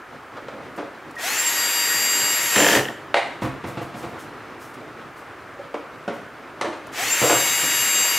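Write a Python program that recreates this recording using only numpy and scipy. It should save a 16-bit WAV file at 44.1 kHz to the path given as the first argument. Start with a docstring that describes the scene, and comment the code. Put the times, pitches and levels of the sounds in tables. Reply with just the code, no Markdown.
"""In a workshop, a cordless drill spins up twice near the microphone, and at the end of the first run its clutch ratchets.
The drill is multiples of its shaft speed over noise that throbs once a turn; each clutch slip is a ringing click.
Around the runs hands knock a plastic housing and set things down on a wooden bench: noisy pushes ring modes,
and low thumps also lend bass to the ratchet and the knocks. Puffs of noise rustle, noise shuffles and hums behind,
and scattered dying taps make the room's reverberation."""
import sys
import numpy as np
from scipy import signal
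from scipy.io import wavfile
from scipy.ndimage import uniform_filter1d

SR = 44100
rng = np.random.default_rng(int(sys.argv[2]) if len(sys.argv) > 2 else 0)


def digitize_waveform(pressure):
    """Quantize a signal to 16-bit integers and store it at the path in sys.argv[1].

    Rows of a 2-D input are taken as channels; values are limited to [-1, 1].
    """
    field = np.atleast_2d(pressure).T
    bounded = np.clip(field, -1, 1)
    quanta = np.round(bounded * 32767).astype(np.int16)
    wavfile.write(sys.argv[1], SR, quanta)


N = 360738

# drill runs: trigger pulled t/s, let go t/s, relative whirr level/dB, treble shelf level/dB
RUN_TABLE = [(1.17, 2.763, -23, 0), (6.92, 9, -21.5, -2.5)]
# last clutch slips as the chuck coasts to rest: t/s, relative level/dB
COASTING_SLIPS = [(2.854, -9.5), (2.8853, -11)]
# modes of the plastic housing: f/Hz, width f/Hz, relative level/dB
HOUSING_MODES = [(305, 11, -7), (348, 36, -7.5), (443.5, 29, -3), (561, 130, 8.5), (724, 88, 2),
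                 (938, 230, 7.5), (1295, 330, 7), (1890, 620, 5.5), (2880, 800, -4.5), (3700, 490, -14),
                 (5560, 2000, -13.5)]

PINION, RING = 24, 15  # multiples of the shaft at which the gears whine
FIRST_SLIP_S = 2.5597


def gain_of(db):
    """Decibels to amplitude."""
    return 10 ** (np.asarray(db) / 20)


def evened(x):
    """Scales to rms 1."""
    return x / np.sqrt(np.mean(x ** 2) + 1e-20)


def read(points, hz):
    """Reads a spectrum on a log-frequency axis."""
    f, value = np.transpose(points)
    return np.interp(np.log(hz + 1), np.log(f + 1), value)


def add(mix, s, sound):
    """Mixes a sound in at time s."""
    part = mix[..., round(s * SR):][..., :sound.shape[-1]]
    part += sound[..., :part.shape[-1]]


def wander(per_s, size):
    """Slow chance of about rms 1: random knots, smoothed twice; higher per_s drifts faster."""
    knots = rng.standard_normal(int(size / SR * 100) + 9)  # 100 a second
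    width = max(round(50 / per_s), 1)
    smooth = uniform_filter1d(uniform_filter1d(knots, width), width)
    return np.interp(np.arange(size) * 100 / SR, np.arange(len(knots)), evened(smooth))


def hiss(spectrum, patchy_db):
    """Stereo noise of rms 1 with a given spectrum, drifting patches and partly shared left and right."""
    # left-right likeness: f/Hz, share (1 = same)
    likeness = [(60, 0.94), (500, 0.94), (1800, 1), (6000, 0.84)]
    frames, hz = N // 256 + 5, np.fft.rfftfreq(1024, 1 / SR)
    a, b, c, d, patches = rng.standard_normal((frames, 513, 5)).T
    patches = evened(uniform_filter1d(uniform_filter1d(patches, 10, 0), 10, 1))
    same = np.clip(read(likeness, hz), -1, 1)[:, None]
    left = a + 1j * b
    right = same * left + np.sqrt(1 - same ** 2) * (c + 1j * d)
    z = np.array([left, right]) * gain_of(read(spectrum, hz)[:, None] + patchy_db * patches)
    return evened(signal.istft(z, nperseg=1024, noverlap=768)[1][:, :N])


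def blow(modes, db, hard_db, rattle_s, low_hz, rise_s, crack=3.9, high_hz=10000):
    """A push and rattle ring a body; hardness (dB/octave) favours upper modes, a slow rise has less crack."""
    t = np.arange(SR // 3) / SR
    hz, width, mode_db = np.transpose(modes)[:, :, None]
    spot, shift = rng.standard_normal((2, len(modes), 1))  # each blow lands elsewhere
    level = np.sqrt(width) * gain_of(mode_db + 1.2 * spot + hard_db * np.log2(hz / 700))
    ringing = np.exp(-np.pi * width * t) * np.sin(2 * np.pi * hz * (1 + 0.011 * shift) * t)
    body = (level * ringing).sum(0)
    rise_s = max(rise_s, 1 / 1500)
    rattle = (1 - np.exp(-t / rise_s)) * np.exp(-t / max(rattle_s, .001))
    sharp = crack / (1500 * rise_s) * gain_of(min(hard_db, 0)) * np.exp(-t / 0.0011)
    push = rng.standard_normal(len(t)) * (rattle + sharp)
    band = signal.butter(3, [low_hz, high_hz], "band", fs=SR)
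    out = signal.lfilter(*band, signal.fftconvolve(push, body)[:len(t)])
    return gain_of(db) * out / abs(out).max()


def shell_db(hz):
    """The drill shell lifts whatever passes its resonances."""
    # shell resonances: f/Hz, width f/Hz, lift level/dB
    resonances = [(690, 160, 26), (7700, 600, 17), (11800, 900, 9)]
    return sum(db / (1 + ((hz - f) / width) ** 2) for f, width, db in resonances)


def orders(own_db):
    """Relative levels of the shaft multiples; the armature slots lift every third."""
    # multiples of the shaft with a level of their own, some loud, some faint: multiple (a count)
    own_level = [3, 6, 7, 9, 12, 20, 21, 22, 23, 32, 36, 39, 40, 45]
    k = np.arange(1, 50)
    db = np.where(k < RING + 3, -31, -24.5) + 4.5 * (k % 3 == 0)
    db = db + 1.5 * rng.standard_normal(len(k))
    db[np.array(own_level) - 1] = own_db
    return db


def drill(run, own_db, air):
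    """Multiples of the shaft speed sing over a whirr that throbs once a turn."""
    # gear whines, flaring through resonances and as the drill is tilted and loaded:
    # t/s, pinion level/dB, ring gear level/dB
    whines = [(1.2, -60, -59), (1.27, -37, -41), (1.31, -35, -34), (1.36, -34, -38), (1.4, -20.5, -33),
              (1.43, -32, -48), (1.48, -19, -33), (1.52, -38, -38), (1.59, -26.5, -32), (2.1, -24.5, -28.5),
              (2.35, -25, -33.5), (2.5, -32, -36), (2.54, -25, -34), (2.73, -29.5, -34), (6.96, -58, -61),
              (7.05, -35, -40), (7.09, -36, -37), (7.13, -17, -43), (7.16, -31, -42), (7.2, -29, -37),
              (7.29, -23, -30), (7.35, -23, -36), (7.62, -27, -37.5), (8.0, -21.5, -32), (8.18, -30, -31)]
    # free speed of the motor shaft, sagging under load: t/s, f/Hz
    shaft = [(1.6, 315), (2.3, 314.5), (2.53, 313.3), (2.6, 304.2), (2.8, 305), (7.3, 315.6), (7.6, 315.7),
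             (8.18, 314.8)]
    spin_up_s, already_turning_s = .062, .005  # time constant; the shaft moves when first heard
    quiet_start_db, swell_s = -12.5, 0.045
    brake_db_per_s, whine_cut_db_per_s = 212, 502  # the cut adds to the brake: whines stop with the current
    pulled, let_go, run_db, treble_db = run
    t = np.arange(pulled, min(let_go + 0.25, N / SR), 1 / SR)
    size = len(t)

    speed = 1 - np.exp(-(t - pulled + already_turning_s) / spin_up_s)
    hz = np.interp(t, *np.transpose(shaft)) * speed
    since_let_go = np.maximum(t - let_go, 0)
    braked = gain_of(-brake_db_per_s * since_let_go) * np.minimum((t - pulled) / 0.019, 1)
    slipping = np.clip((t - FIRST_SLIP_S) / 0.04 + 1, 0, 1) * (t < COASTING_SLIPS[-1][0] + 1)
    swell = np.exp(-((t - pulled) / swell_s) ** 2)
    whirr_db = run_db + quiet_start_db * swell + 6 * slipping

    broken_db = np.minimum(10 * np.sqrt(1 - speed), 5.0)  # tones break up below full speed
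    cut_db = whine_cut_db_per_s * since_let_go
    s, *columns = np.transpose(whines)
    pinion_db, ring_db = (np.interp(t, s, c) for c in columns)
    pinion_db = pinion_db + (2.6 * slipping + 0.28 * broken_db) * wander(30, size) - cut_db
    ring_db = ring_db + 1.66 * wander(12, size) - cut_db
    ring_db = ring_db - 4.5 * slipping + .4 * broken_db * wander(30, size)

    unsteady = (0.00034 + .004 * slipping) * wander(40, size)  # the slipping clutch jolts the shaft
    turn = 2 * np.pi * np.cumsum(hz * (1 + unsteady)) / SR
    blurred_db = 9.0 * slipping + 56 * (1 - hz / hz.max())  # tones stand out only at a steady speed
    lines = np.zeros((2, size))
    for k, db in enumerate(orders(own_db), 1):
        lift_db = np.repeat(shell_db(k * hz[::64]) - shell_db(k * hz.max()), 64)[:size]
        level_db = whirr_db - 3.5 + db + lift_db
        level_db = level_db + 1.85 * wander(6.6, size) + 1.9 * wander(25, size)
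        level_db = level_db - broken_db * abs(wander(30, size)) - blurred_db * min(k / 10, 1)
        level_db = {PINION: pinion_db, RING: ring_db}.get(k, level_db)
        phase = rng.uniform(0, 2 * np.pi) + 0.02 * rng.standard_normal((2, 1))
        pan_db = np.array([[1], [-1]]) * (1.3 if k == RING else .5 * rng.standard_normal())
        lines += np.sqrt(2) * gain_of(level_db + pan_db) * np.cos(k * turn + phase)

    start = round(pulled * SR)
    whirr = air[:, start:start + size]
    treble = signal.lfilter(*signal.butter(1, 4000, "high", fs=SR), whirr)
    treble_db = treble_db - 6.0 * swell  # the fan's hiss wakes last
    whirr = (whirr + (gain_of(treble_db) - 1) * treble) * (1 + 0.12 * np.cos(turn))
    return pulled, (lines + gain_of(whirr_db - 2.5) * whirr) * braked * gain_of([[.7], [-.7]])


def drill_runs():
    """Both runs of the drill, drawing on one noise of fan, brushes and gears."""
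    # whirr of fan, brushes and gears: f/Hz, relative level/dB per Hz
    whirr_spectrum = [(90, -59), (200, -23), (320, -14), (840, -12), (1900, -3.5), (2600, -5.5),
                      (4200, -13.5), (6000, -10.5), (7500, -11.5), (9500, -19.5), (11800, -14),
                      (14000, -24), (16000, -24)]
    # multiples with a level of their own, one row a run as the drill faces another way: level/dB in each column
    own_levels = [
        [-16, -8, -15, -10, -16, -21, -15, -12, -16, -24, -8, -21, -18, -18],
        [-18, -16, -14, -7, -12, -10, -14, -12, -15, -18, -10, -13, -30, -20],
    ]
    motor, air = np.zeros((2, N)), hiss(whirr_spectrum, patchy_db=1.0)
    for run, own_db in zip(RUN_TABLE, own_levels):
        add(motor, *drill(run, own_db, air))
    return motor


def switch():
    """The half-pulled trigger whistles: the speed control chops the current at a steady rate."""
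    t = np.arange(SR // 8) / SR
    level = np.minimum(t / 0.004, 1) * gain_of(-27 - 350 * t)  # 4 ms rise, 350 dB/s fade
    return level * np.sin(2 * np.pi * 1880 * t)


def click(db):
    """One tooth drops: the clutch modes ring cleanly, a little detuned each time."""
    # clutch modes: f/Hz, width f/Hz, relative level/dB, later start t/s
    clutch = [(3050, 300, 0, 0), (1750, 160, 0, .0012), (5500, 600, -14, 0)]
    t = np.arange(SR // 50) / SR
    hz, width, mode_db, late_s = np.transpose(clutch)[:, :, None]
    spot, shift = rng.standard_normal((2, len(clutch), 1))
    u = np.maximum(t - late_s, 0)
    shape = (1 - np.exp(-u / .0005)) * np.exp(-np.pi * width * u)
    ringing = shape * np.sin(2 * np.pi * hz * (1 + 0.038 * shift) * u)
    return (gain_of(db + mode_db + 1.8 * spot) * ringing).sum(0)


def ratchet():
    """Each slip clicks the clutch and shakes the housing through the screw, weaker once the trigger is let go."""
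    slips, gap_s, jitter_s = 12, .02125, .0004
    fade_db_per_s = 198
    out = np.zeros(N)
    at = FIRST_SLIP_S + gap_s * np.arange(slips) + jitter_s * rng.standard_normal(slips)
    level_db = 0.2 - fade_db_per_s * np.maximum(at - RUN_TABLE[0][1], 0)
    for s, db in [*zip(at, level_db), *COASTING_SLIPS]:
        add(out, s, click(db - 5.0))
        add(out, s, blow(HOUSING_MODES, db - 11.5, -9.0, 0.022, 230, 0.0038, crack=0.4))
    return out


def clacks(hits):
    """The drill's case clacks as it is pulled away: short blows ring the case."""
    # clacks: t/s, peak level/dB, hardness level/dB per octave, rattle t/s, rise t/s
    clack_times = [(3.143, -2.5, 3, 0.014, 0.00099), (3.161, -8, 4, 0.032, .004)]
    # modes of the drill's case: f/Hz, width f/Hz, relative level/dB
    case = [(576, 110, -6), (745, 240, 7.5), (980, 300, -3.5), (1430, 760, -5), (2110, 320, -3),
            (2870, 660, -16), (3700, 480, -20), (8720, 5400, -18)]
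    for s, *how, rise_s in clack_times:
        add(hits, s, blow(case, *how, 526, rise_s, high_hz=7000))


def knocks(hits):
    """Hands knock the plastic housing; each blow has its own hardness, rattle and rise."""
    # blows: t/s, peak level/dB, hardness level/dB per octave, rattle t/s, lowest ringing f/Hz,
    # rise t/s (blow() allows no less than 1/1500 s)
    housing_blows = [(0.364, -26.5, -3, 0.019, 305, .006), (.484, -22, -3, 0.016, 513, .001),
                     (.53, -29.5, -10, 0.06, 200, .004), (.776, -18, -6.5, 0.028, 200, 0.0076),
                     (5.59, -26, -13, 0.023, 400, 0.0018), (5.742, -15.5, -8, 0.022, 305, 0.00088),
                     (6.078, -13.5, -6.5, 0.03, 180, 0.00055), (6.612, -11, 4.5, 0.008, 344, 0.001),
                     (6.621, -16.5, 0.5, 0.013, 350, 0.0018), (6.642, -17.5, -4.5, 0.017, 347, .014),
                     (6.674, -20.5, -12, 0.02, 292, 0.00063), (6.725, -25, -3, 0.014, 500, 0.0069),
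                     (7.215, -12, 4, 0.045, 234, .002), (7.238, -12, -6.5, 0.038, 348, 0.00052),
                     (7.298, -7.5, -6, 0.043, 413, 0.00052)]
    for s, *how in housing_blows:
        add(hits, s, blow(HOUSING_MODES, *how))


def thumps(hits):
    """Low thumps: things set down on the bench, and the bass push under the ratchet and the housing knocks."""
    # thumps: t/s, peak level/dB
    low_blows = [(3.419, -14), (3.448, -19), (3.638, -19.5), (3.68, -26), (3.772, -18), (3.81, -27),
                 (3.94, -24.5), (4.03, -23.5), (2.563, -20), (2.761, -19.5), (7.019, -28.5), (7.215, -13),
                 (7.329, -18), (7.63, -22.5)]
    # modes of the bench, rung by every thump: f/Hz, width f/Hz, relative level/dB
    bench = [(69.5, 48, -30), (137, 9.2, -2), (194, 26, -4), (266, 7.2, -5.5), (335, 54, 3.5),
             (525, 55, 0.5), (716, 35, -1.5), (1000, 500, 4.5), (1960, 1100, -4)]
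    for s, db in low_blows:
        add(hits, s, blow(bench, db, 0, 0.03, 75, 0.0019, crack=1.0))


def rustles():
    """Brushes of cloth and small ticks: puffs of wide treble noise with a soft start."""
    # puffs: t/s, noise level/dB rms before the rise and decay, decay t/s
    puffs = [(0.758, -46.5, 0.019), (1.109, -44, 0.0055), (1.152, -46, 0.011), (3.41, -40.5, 0.052),
             (3.656, -42.5, 0.054), (3.805, -46, 0.049), (3.945, -44, 0.094), (4.181, -43.5, 0.05),
             (4.59, -45.5, 0.08), (4.737, -47, .015), (5.156, -50.5, 0.048), (6.124, -50.5, 0.046),
             (6.866, -43.5, 0.0073), (6.915, -44, 0.032)]
    band = signal.butter(1, [3000, 11000], "band", fs=SR)
    out = np.zeros(N)
    for s, db, length in puffs:
        u = np.arange(SR // 4) / SR / max(length, .003)
        puff = evened(signal.lfilter(*band, rng.standard_normal(len(u))))
        add(out, s, gain_of(db) * puff * np.minimum(u * 2.0, 1) * np.exp(-u))
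    return out


def shuffle():
    """Hands and feet moving about: scuffing noise whose level drifts."""
    # movement: t/s, level/dB
    movement = [(0, -46.5), (.55, -41), (1.15, -44), (3, -41), (4, -39.5), (4.5, -40.5), (5.2, -44),
                (6.9, -42)]
    # scuffing: f/Hz, relative level/dB per Hz
    scuff = [(25, -42), (100, -25.5), (135, 5.5), (170, -12.5), (260, 2), (1000, -6), (3000, -17.5),
             (16000, -50)]
    t = np.arange(N) / SR
    moving = gain_of(np.interp(t, *np.transpose(movement)) + 1.8 * wander(10, N))
    return moving * hiss(scuff, patchy_db=1.5)


def room_air():
    """The hum of the room: steady noise, mostly below the treble."""
    # room air: f/Hz, relative level/dB per Hz
    hum = [(15, -37), (50, -2), (110, -9.5), (160, -22), (195, -13), (215, -37), (300, -1.5), (900, -2),
           (1300, 3.5), (2200, -6.5), (3500, -20), (16000, -35)]
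    return gain_of(-42) * hiss(hum, patchy_db=.7)


def shop(x):
    """Reverberation: sparse taps of random sign, each band dying at its own speed."""
    # reverberation of the workshop: f/Hz, time to fall 60 dB t/s
    decay_times = [(100, 0.51), (500, 0.44), (2000, 0.62), (8000, 0.56)]
    taps = np.zeros((2, SR))
    at = np.arange(300, SR - 20, 20) + rng.integers(0, 20, (1, (SR - 301) // 20))
    signs = rng.choice([-1., 1.], at.shape)
    taps[:, at[0]] = signs * (1 + 0.37 * rng.standard_normal((2, at.shape[1])))
    hz, t, z = signal.stft(taps, SR, nperseg=256)
    dying = gain_of(-60 * t / read(decay_times, hz)[:, None])
    tail = signal.istft(z * dying, SR, nperseg=256)[1]
    return signal.fftconvolve(x[None], tail / np.linalg.norm(tail[0]), axes=1)[:, :N]


def scene():
    """Drill, clutch and handling in the shop, over the room air."""
    motor, slips, hits = drill_runs(), ratchet(), np.zeros(N)
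    add(hits, 1.164, switch())
    clacks(hits)
    knocks(hits)
    thumps(hits)
    near = motor + hits + slips + rustles()
    far_motor = gain_of(-16) * motor.mean(0)
    far_slips = gain_of(-9) * slips
    wet = shop(far_motor + far_slips + gain_of(-4.0) * hits)
    return near + wet + room_air() + shuffle()


def record(dry):
    """The microphone drops the deep bass, its right port a little less; then a 15.75 kHz band limit."""
    thin = signal.lfilter(*signal.butter(2, 45, "high", fs=SR), dry)
    bass = signal.lfilter(*signal.butter(1, 220, fs=SR), thin)
    thin = thin + np.array([[-.12], [.12]]) * bass
    band_limit = signal.firwin(511, 15750, window=("kaiser", 9), fs=SR)
    return signal.oaconvolve(thin, band_limit[None], "same")


dry = scene()
out = record(dry)
digitize_waveform(out)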